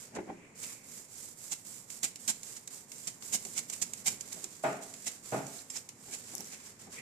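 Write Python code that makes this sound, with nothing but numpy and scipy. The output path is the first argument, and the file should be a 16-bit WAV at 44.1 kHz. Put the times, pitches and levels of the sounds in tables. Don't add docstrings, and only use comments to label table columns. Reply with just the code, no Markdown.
import sys
import numpy as np
from scipy import signal
from scipy.fft import rfft, irfft, next_fast_len
from scipy.io import wavfile

SR = 44100
rng = np.random.default_rng(int(sys.argv[2]) if len(sys.argv) > 2 else 0)


def to_wav(sig):
    pcm = np.clip(np.atleast_2d(sig), -1, 1) * 32767
    pcm = np.round(pcm).astype(np.int16)
    wavfile.write(sys.argv[1], SR, pcm.T)


N = 309141
TIME = np.arange(N) / SR

# start in seconds, length in seconds, level in dB, share of the length at peak speed.
FINGER_STROKES = [(-.06, 0.16, -48, 0.42), (0.541, 0.25, -42, 0.46), (0.816, 0.26, -45, 0.57),
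                  (1.068, 0.31, -44, 0.43), (1.353, 0.33, -45, 0.23), (1.64, 0.24, -43.5, 0.15),
                  (1.862, .15, -43.5, 0.62), (2.005, .13, -43.5, 0.34), (2.178, 0.34, -47.5, 0.14),
                  (2.415, 0.22, -44.5, 0.27), (2.702, 0.17, -45, 0.058), (2.86, 0.35, -46, 0.41),
                  (3.198, 0.36, -43.5, 0.13), (3.41, 0.32, -45.5, 0.33), (3.674, 0.32, -44.5, 0.11),
                  (3.941, 0.097, -46.5, 0.52), (4.036, .15, -39.5, 0.28), (4.16, 0.36, -47.5, 0.58),
                  (4.483, 0.18, -51.5, 0.17), (4.621, 0.24, -49.5, 0.068), (4.795, 0.24, -50.5, 0.23),
                  (4.91, 0.32, -48, 0.57), (5.22, 0.28, -45, 0.27), (5.412, .25, -45.5, 0.62),
                  (5.681, 0.14, -44.5, 0.69), (5.94, 0.3, -47.5, 0.81), (6.185, 0.58, -48.5, 0.21),
                  (6.629, 0.13, -51.5, .22), (6.786, 0.11, -53.5, 0.19), (6.892, .14, -50, 0.37)]
# time in seconds, left minus right in dB, boost of the rasp in dB.
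HAND_PATH = [(0, -8, 4.5), (.35, 4, 13), (.6, -6.5, 1), (1.5, -9, -3.5), (2.5, -8, 1.5), (3.5, -8.5, -1),
             (4.5, -8.5, 5.5), (6, -7, 3.5), (7, -4.5, 9)]
# frequency in Hz, left and right levels in dB.
LEAF_SPECTRUM = [(60, -48, -64), (397, -16, -12), (776, -31, -19), (1410, -23, -17.5), (2220, -18.5, -22),
                 (2900, -22, -18.5), (4080, -23, -14), (5000, -15, -11.5), (6220, -12.5, -7),
                 (7340, -18.5, 2.5), (8520, -20.5, -4), (9900, -22, -9), (13200, -24, -13.5),
                 (14200, -22.5, -18)]
MESH_SPECTRUM = [(30, -33, -51), (79, -34, -42), (199, -12.5, -10.5), (563, -24, -23), (694, -18.5, -16.5),
                 (1250, -20.5, -26), (1790, -18, -23.5), (2160, -11, -16.5), (3360, -17.5, -14.5),
                 (4940, -12.5, -11), (6100, -8, -6), (7190, -14, 3.5), (8250, -16, -3.5),
                 (10540, -23, -13.5), (13100, -23, -18), (14300, -25.5, -26)]
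# time in seconds, level in dB.
RUMBLE_LEVEL = [(0, -60.5), (.37, -58), (1.09, -62.5), (2.9, -61.5), (3.4, -59), (4.25, -58), (4.55, -61.5),
                (6.8, -60.5), (7, -54.5)]
# peak time in seconds, level in dB, rise and fall in seconds.
RUSTLE_SWELLS = [(.45, -58.5, .2, 0.097), (.65, -58.5, 0.17, 0.47), (6.55, -59, .1, 0.14),
                 (6.99, -44, 0.04, 0.033)]
# time of full force in seconds, rise and hold in seconds,
# relative level in dB, boost of the rasp in dB.
FINGER_SCRAPES = [(0.152, 0.0067, 0.013, -49, 35), (0.638, 0.0036, .004, -42.5, 10),
                  (1.522, 0.017, 0.011, -34, 0.5), (2.032, 0.0045, 0.02, -30.5, 2),
                  (2.278, 0.0022, 0.028, -29.5, 1), (2.569, 0.019, 0.0017, -43.5, 4),
                  (3.074, 0.0076, 0.011, -36, 0.5), (3.334, 0.015, 0.023, -30, -3),
                  (3.58, 0.034, 0.013, -33.5, 2), (3.732, 0.014, 0.0061, -37.5, 1),
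                  (3.817, 0.0031, 0.01, -30.5, 0), (4.061, .003, 0.023, -28.5, 1),
                  (4.324, 0.0065, 0.0022, -44.5, 24), (4.832, 0.024, .002, -44, -4),
                  (5.067, 0.0099, 0.016, -35, 3), (5.769, 0.039, 0.0033, -38, 9.5),
                  (6.133, 0.023, 0.013, -40, 8), (6.526, 0.025, 0.021, -48, 25)]
# peak time in seconds, relative level in dB, rise and fall in
# seconds, low-pass cutoff in Hz.
CAMERA_BUMPS = [(0.168, -36.5, 0.032, 0.022, 1800), (.187, -36, .008, .03, 900),
                (.302, -38, 0.038, 0.017, 900), (.325, -47, 0.0092, 0.054, 350),
                (3.463, -50, 0.04, 0.034, 250), (4.128, -48, 0.098, 0.067, 180),
                (4.374, -52.5, 0.052, 0.043, 700), (4.445, -51, 0.026, 0.04, 500),
                (6.082, -55, 0.0038, .083, 500), (6.341, -50.5, 0.047, 0.045, 397),
                (6.404, -46, 0.042, .02, 350), (6.873, -51.5, 0.005, .026, 600)]
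# start in seconds, level in dB, left minus right in dB.
WIRE_TICKS = [(1.901, -46.5, -9.5), (2.157, -47.5, -5.5), (2.431, -46.5, -10), (2.675, -45, -8),
              (2.917, -48.5, -3), (3.223, -51, 4), (3.346, -36.5, -15), (3.45, -43, -8.5), (3.58, -39, -17),
              (3.698, -40.5, -9), (3.823, -36, -27), (3.934, -40.5, -9.5), (4.208, -41.5, -12.5),
              (4.327, -42.5, -9), (4.441, -40, -9.5), (4.938, -48, -8), (5.466, -49, -12), (5.7, -46, -7),
              (5.889, -48, -1.5)]
# start in seconds, level in dB, high-pass and low-pass cutoffs in Hz,
# delay of the second contact in seconds, its strength relative to the first, ring level in dB,
# hollow tone in Hz, its level in dB. Ring and tone levels are relative to the thud.
WOOD_KNOCKS = [(4.637, -41, 490, 1690, 0.0047, 0.54, -0.5, 661, -4.5),
               (5.321, -44, 150, 1580, 0.011, 0.69, -4, 474, -10.5)]
# start in seconds, pitch in Hz, level in dB, fall in seconds.
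SKIN_SQUEAKS = [(5.59, 4100, -43, .004), (5.7, 5350, -46, .03), (5.699, 7500, -40, .03),
                (5.765, 5280, -36, .014), (5.767, 5900, -39, .012)]
# start in seconds, level in dB, left minus right in dB.
FLAKE_CRINKLES = [(6.3164, -52, -5), (6.352, -36.5, 12), (6.381, -42.5, -18), (6.4066, -42, -18),
                  (6.445, -49, 3), (6.454, -56, -8), (6.4723, -51, -2)]
# frequency in Hz, relative level in dB, time to decay by 60 dB in seconds.
CASE_MODES = [(315.3, -13.5, 0.093), (359.6, -14, 0.17), (400, -7, 0.22), (784, -5, 0.061), (815, 0, 0.047)]
WOOD_MODES = [(135.2, -8.5, 0.35), (270, -8.5, 0.75), (408.5, -8.5, 0.59), (493, -22, 0.18), (626, 0, 0.35),
              (674, -19, .12), (790, -3, 0.38), (854, -6.5, 0.38), (954, -5.5, 0.19), (1215, -15, 0.42),
              (1302, -14, 0.27), (1447, -7, .36), (1865, -17, 0.39), (2385, -25, .42)]
# frequency in Hz, relative level in dB.
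AIR_SPECTRUM = [(20, -7), (50, -12), (72, -8), (95, 2.5), (160, 4.5), (240, 6), (340, -2.5), (430, 0),
                (600, -5), (1000, -6.5), (1500, -12), (2200, -9), (3200, -29), (5500, -46)]
BUMP_SPECTRUM = [(50, -18), (120, 4.5), (220, 7.5), (350, 8.5), (440, 3.5), (580, 3), (800, 6),
                 (1100, -6.5), (1600, -3.5), (2300, -3), (3200, -12.5), (8000, -29)]
THUD_SPECTRUM = [(50, -30), (90, -10.5), (135, 3.5), (400, -5), (540, -5.5), (680, 2.5), (860, -5.5),
                 (1050, -10.5), (1450, -9), (1700, -12), (2500, -12), (3100, -21), (8000, -25.5)]
CRINKLE_SPECTRUM = [(1000, -16), (4200, -20), (5600, 9.5), (7000, 7), (8700, -11), (10500, 4), (12500, -2),
                    (14500, -11)]
# frequency in Hz, correlation.
MIC_CORRELATION = [(30, 0.37), (70, 0.7), (150, 1), (300, 0.83), (600, 0.57), (1200, 0.091), (3000, 0.062),
                   (7000, 0.02)]
# frequency in Hz, time to decay by 60 dB in seconds.
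ROOM_T60 = [(120, 0.38), (320, 0.59), (840, 0.18), (2200, 0.33), (7000, 0.27), (14000, 0.13)]


def amp(db):
    return 10 ** (np.asarray(db) / 20)


def unit(x):
    return x / np.sqrt(np.mean(x ** 2) + 1e-20)


def at_hz(table, hz, column=1):
    columns = np.transpose(table)
    return np.interp(np.log(hz + 1), np.log(columns[0] + 1), columns[column])


def curve(table, column=1):
    columns = np.transpose(table)
    return np.interp(TIME, columns[0], columns[column])


def add(mix, start, sound):
    part = mix[:, max(round(start * SR), 0):][:, :sound.shape[1]]
    part += sound[:, :part.shape[1]]


def band(x, hz, kind, order=2):
    sections = signal.butter(order, np.clip(hz, 10, SR / 2 - 1), kind, fs=SR, output="sos")
    return signal.sosfilt(sections, x)


def colour(x, table, size=4096):
    hz = np.fft.rfftfreq(size, 1 / SR)
    cepstrum = irfft(np.log(amp([at_hz(table, hz), at_hz(table, hz, column=-1)])))
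    cepstrum[:, 1:size // 2] *= 2
    cepstrum[:, size // 2 + 1:] = 0
    taps = unit(irfft(np.exp(rfft(cepstrum)))) / np.sqrt(size)
    return signal.oaconvolve(x, taps, axes=1)[:, :x.shape[1]]


def noise(count):
    size = next_fast_len(count, True)
    left, independent = rfft(rng.standard_normal((2, size)))
    correlation = np.clip(at_hz(MIC_CORRELATION, np.linspace(0, SR / 2, len(left))), -1, 1)
    right = correlation * left + np.sqrt(1 - correlation ** 2) * independent
    return irfft([left, right], size)[:, :count]


def place(x, pan_db):
    sides = amp(np.array([pan_db, -pan_db]).reshape(2, -1) / 2)
    return np.array([unit(x[0]), unit(x[1])]) * sides / np.sqrt(np.mean(sides ** 2, 0))


def grains(per_s, spread_db, life_s):
    arrivals = rng.random(N) < per_s / SR
    sizes = amp(spread_db * np.minimum(rng.exponential(1, N), 4.5))
    energy = signal.lfilter([1], [1, -np.exp(-1 / (life_s * SR))], arrivals * sizes ** 2)
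    return unit(noise(N) * np.sqrt(energy))


def envelope(t, rise, hold, fall):
    return 10 ** (np.minimum(t, 0) / max(rise, 1e-4) - np.maximum(t - hold, 0) / max(fall, 1e-4))


def rasp(x, db):
    return x + band(x, [300, 4600], "bandpass", order=1) * (amp(db) - 1)


def rubbing(speed_exponent=1.19, trickle_db=-8.5, trickle_s=0.08, uneven_db=1.22, uneven_s=0.022):
    power = np.zeros(N)
    for start, length, db, fastest in FINGER_STROKES:
        during = (TIME > start) & (TIME < start + length)
        progress = (TIME[during] - start) / length
        travel = np.interp(progress, [0, np.clip(fastest, .05, .95), 1], [0, .5, 1])
        speed = np.sin(np.pi * travel)
        power[during] += (amp(db) * speed ** speed_exponent) ** 2
    decay = np.exp(-1 / (trickle_s * SR))
    trickle = amp(trickle_db) ** 2 * signal.lfilter([1 - decay], [1, -decay], power)
    uneven = unit(band(rng.standard_normal(N), 1 / uneven_s, "lowpass"))
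    return np.sqrt(power + trickle) * amp(uneven_db * uneven)


def leaf_crackle(effort):
    tears = colour(grains(per_s=7000, spread_db=.8, life_s=.0004), LEAF_SPECTRUM)
    crackle = rasp(tears, curve(HAND_PATH, column=2))
    return place(crackle, curve(HAND_PATH)) * effort


def room(x, first_echo_s=0.0023, size=256):
    hz, t, spectra = signal.stft(noise(SR), SR, nperseg=size)
    decay = amp(-60 * t / at_hz(ROOM_T60, hz)[:, None])
    _, tail = signal.istft(spectra * decay, SR, nperseg=size)
    tail *= np.clip(TIME[:tail.shape[1]] / first_echo_s - 1, 0, 1)
    return signal.fftconvolve(x, tail / np.linalg.norm(tail[0]), axes=1)[:, :N]


def background(effort, shudder_db=-20.5):
    low_level = np.hypot(amp(curve(RUMBLE_LEVEL)), amp(shudder_db) * effort)
    rumble = colour(noise(N), AIR_SPECTRUM) * low_level
    hiss = colour(noise(N), MESH_SPECTRUM) * amp(-66)
    swells = sum(amp(db) * envelope(TIME - peak, rise, 0, fall) for peak, db, rise, fall in RUSTLE_SWELLS)
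    rustle = unit(band(noise(N), [1950, 2550], "bandpass")) * swells
    return rumble + hiss + rustle


def finger_scrapes(lead_s=.06, reflection_s=0.001345):
    out, t = np.zeros((2, N)), TIME[:SR // 6]
    slips = colour(grains(per_s=3600, spread_db=.3, life_s=.00025), MESH_SPECTRUM)
    for peak, rise, hold, db, rasp_db in FINGER_SCRAPES:
        force = envelope(t - lead_s, rise, hold, fall=0.018)
        direct = rasp(slips[:, round(peak * SR):][:, :len(t)], rasp_db) * force
        lag = round(SR * reflection_s * (1 + 0.11 * rng.standard_normal()))
        hollow = direct + 0.24 * np.roll(direct, lag, axis=1)
        add(out, peak - lead_s, amp(db + 2.38) * unit(hollow) * np.sqrt(np.mean(force ** 2)))
    return out


def damped_mode(t, hz, db, t60, phase=0):
    return amp(db) * np.exp(-np.log(1000) * t / t60) * np.sin(2 * np.pi * hz * t + phase)


def camera_bumps(lead_s=.06):
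    out, t = np.zeros((2, N)), TIME[:SR // 4]
    since_peak = np.maximum(t - lead_s, 0)
    ring = sum(damped_mode(since_peak, *mode) for mode in CASE_MODES)
    ring = band(ring, 184, "highpass")
    for peak, db, rise, fall, dull_hz in CAMERA_BUMPS:
        scuff = unit(colour(noise(len(t)), BUMP_SPECTRUM)) * envelope(t - lead_s, rise, 0.0026, fall)
        add(out, peak - lead_s, amp(db + 2.0) * band(scuff + ring, dull_hz, "lowpass", order=1))
    return out


def wire_ticks(rise_s=0.0011, patter_db=-11):
    out, t = np.zeros((2, N)), TIME[:SR // 30]
    attack = 1 - np.exp(-t / rise_s)
    patter = amp(patter_db) * np.exp(-t / 0.017)
    shape = attack * (envelope(t, rise=0, hold=.002, fall=0.0052) + patter)
    for start, db, pan_db in WIRE_TICKS:
        snap = band(colour(noise(len(t)) * shape, MESH_SPECTRUM), 460, "highpass", order=1)
        add(out, start, amp(db) * place(snap, pan_db))
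    return out


def wood_knocks():
    out, t = np.zeros((2, N)), TIME[:SR]
    for start, db, low_hz, high_hz, delay, strength, ring_db, hollow_hz, hollow_db in WOOD_KNOCKS:
        phases = rng.uniform(0, 2 * np.pi, (len(WOOD_MODES), 1, 1))
        phases = phases + 0.78 * rng.standard_normal((len(WOOD_MODES), 2, 1))
        ring = sum(damped_mode(t, *mode, phase) for mode, phase in zip(WOOD_MODES, phases))
        thud_decay = np.exp(-t / 0.078) + .5 * np.exp(-t / 0.0038)
        thud = colour(noise(len(t)) * thud_decay, THUD_SPECTRUM)
        hollow = np.exp(-t / 0.017) * np.sin(2 * np.pi * hollow_hz * t)
        body = amp(ring_db) * unit(ring) + unit(thud) + amp(hollow_db) * unit(hollow)
        first_contact = 1 - np.exp(-t / 0.0022)
        second_contact = strength * (1 - np.exp(-np.maximum(t - delay, 0) / 0.0024))
        blow = band(body * (first_contact + second_contact), low_hz, "highpass", order=1)
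        blow = band(blow, high_hz, "lowpass", order=1)
        add(out, start, amp(db) * unit(blow))
    return out


def skin_squeaks():
    out, t = np.zeros((2, N)), TIME[:SR // 12]
    for start, hz, db, fall in SKIN_SQUEAKS:
        phase = 2 * np.pi * hz * t + 0.08 * np.cumsum(noise(len(t)), axis=1)
        force = (1 - np.exp(-t / 0.00077)) * envelope(t, rise=0, hold=0.0015, fall=fall)
        add(out, start, amp(db) * force * place(np.sin(phase), pan_db=-9))
    return out


def flake_crinkles():
    out, t = np.zeros((2, N)), TIME[:SR // 100]
    shape = envelope(t, rise=0, hold=.0003, fall=.001)
    for start, db, pan_db in FLAKE_CRINKLES:
        crack = colour(noise(len(t)) * shape, CRINKLE_SPECTRUM)
        add(out, start, amp(db) * place(crack, pan_db))
    return out


def scene():
    effort = rubbing()
    crackle, handling = leaf_crackle(effort), camera_bumps()
    sharp = finger_scrapes() + wire_ticks() + flake_crinkles() + skin_squeaks()
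    sieve_echo = room(amp(-0.5) * crackle + sharp) * amp([[-11], [-16]])
    handling_echo = amp(-10.0) * room(handling)
    return crackle + sharp + sieve_echo + handling + handling_echo + wood_knocks() + background(effort)


def record(dry, cutoff_hz=14600):
    taps = signal.firwin(255, cutoff_hz, window=("kaiser", 8), fs=SR)
    return signal.oaconvolve(dry, taps[None], "same")


dry = scene()
out = record(dry)
to_wav(out)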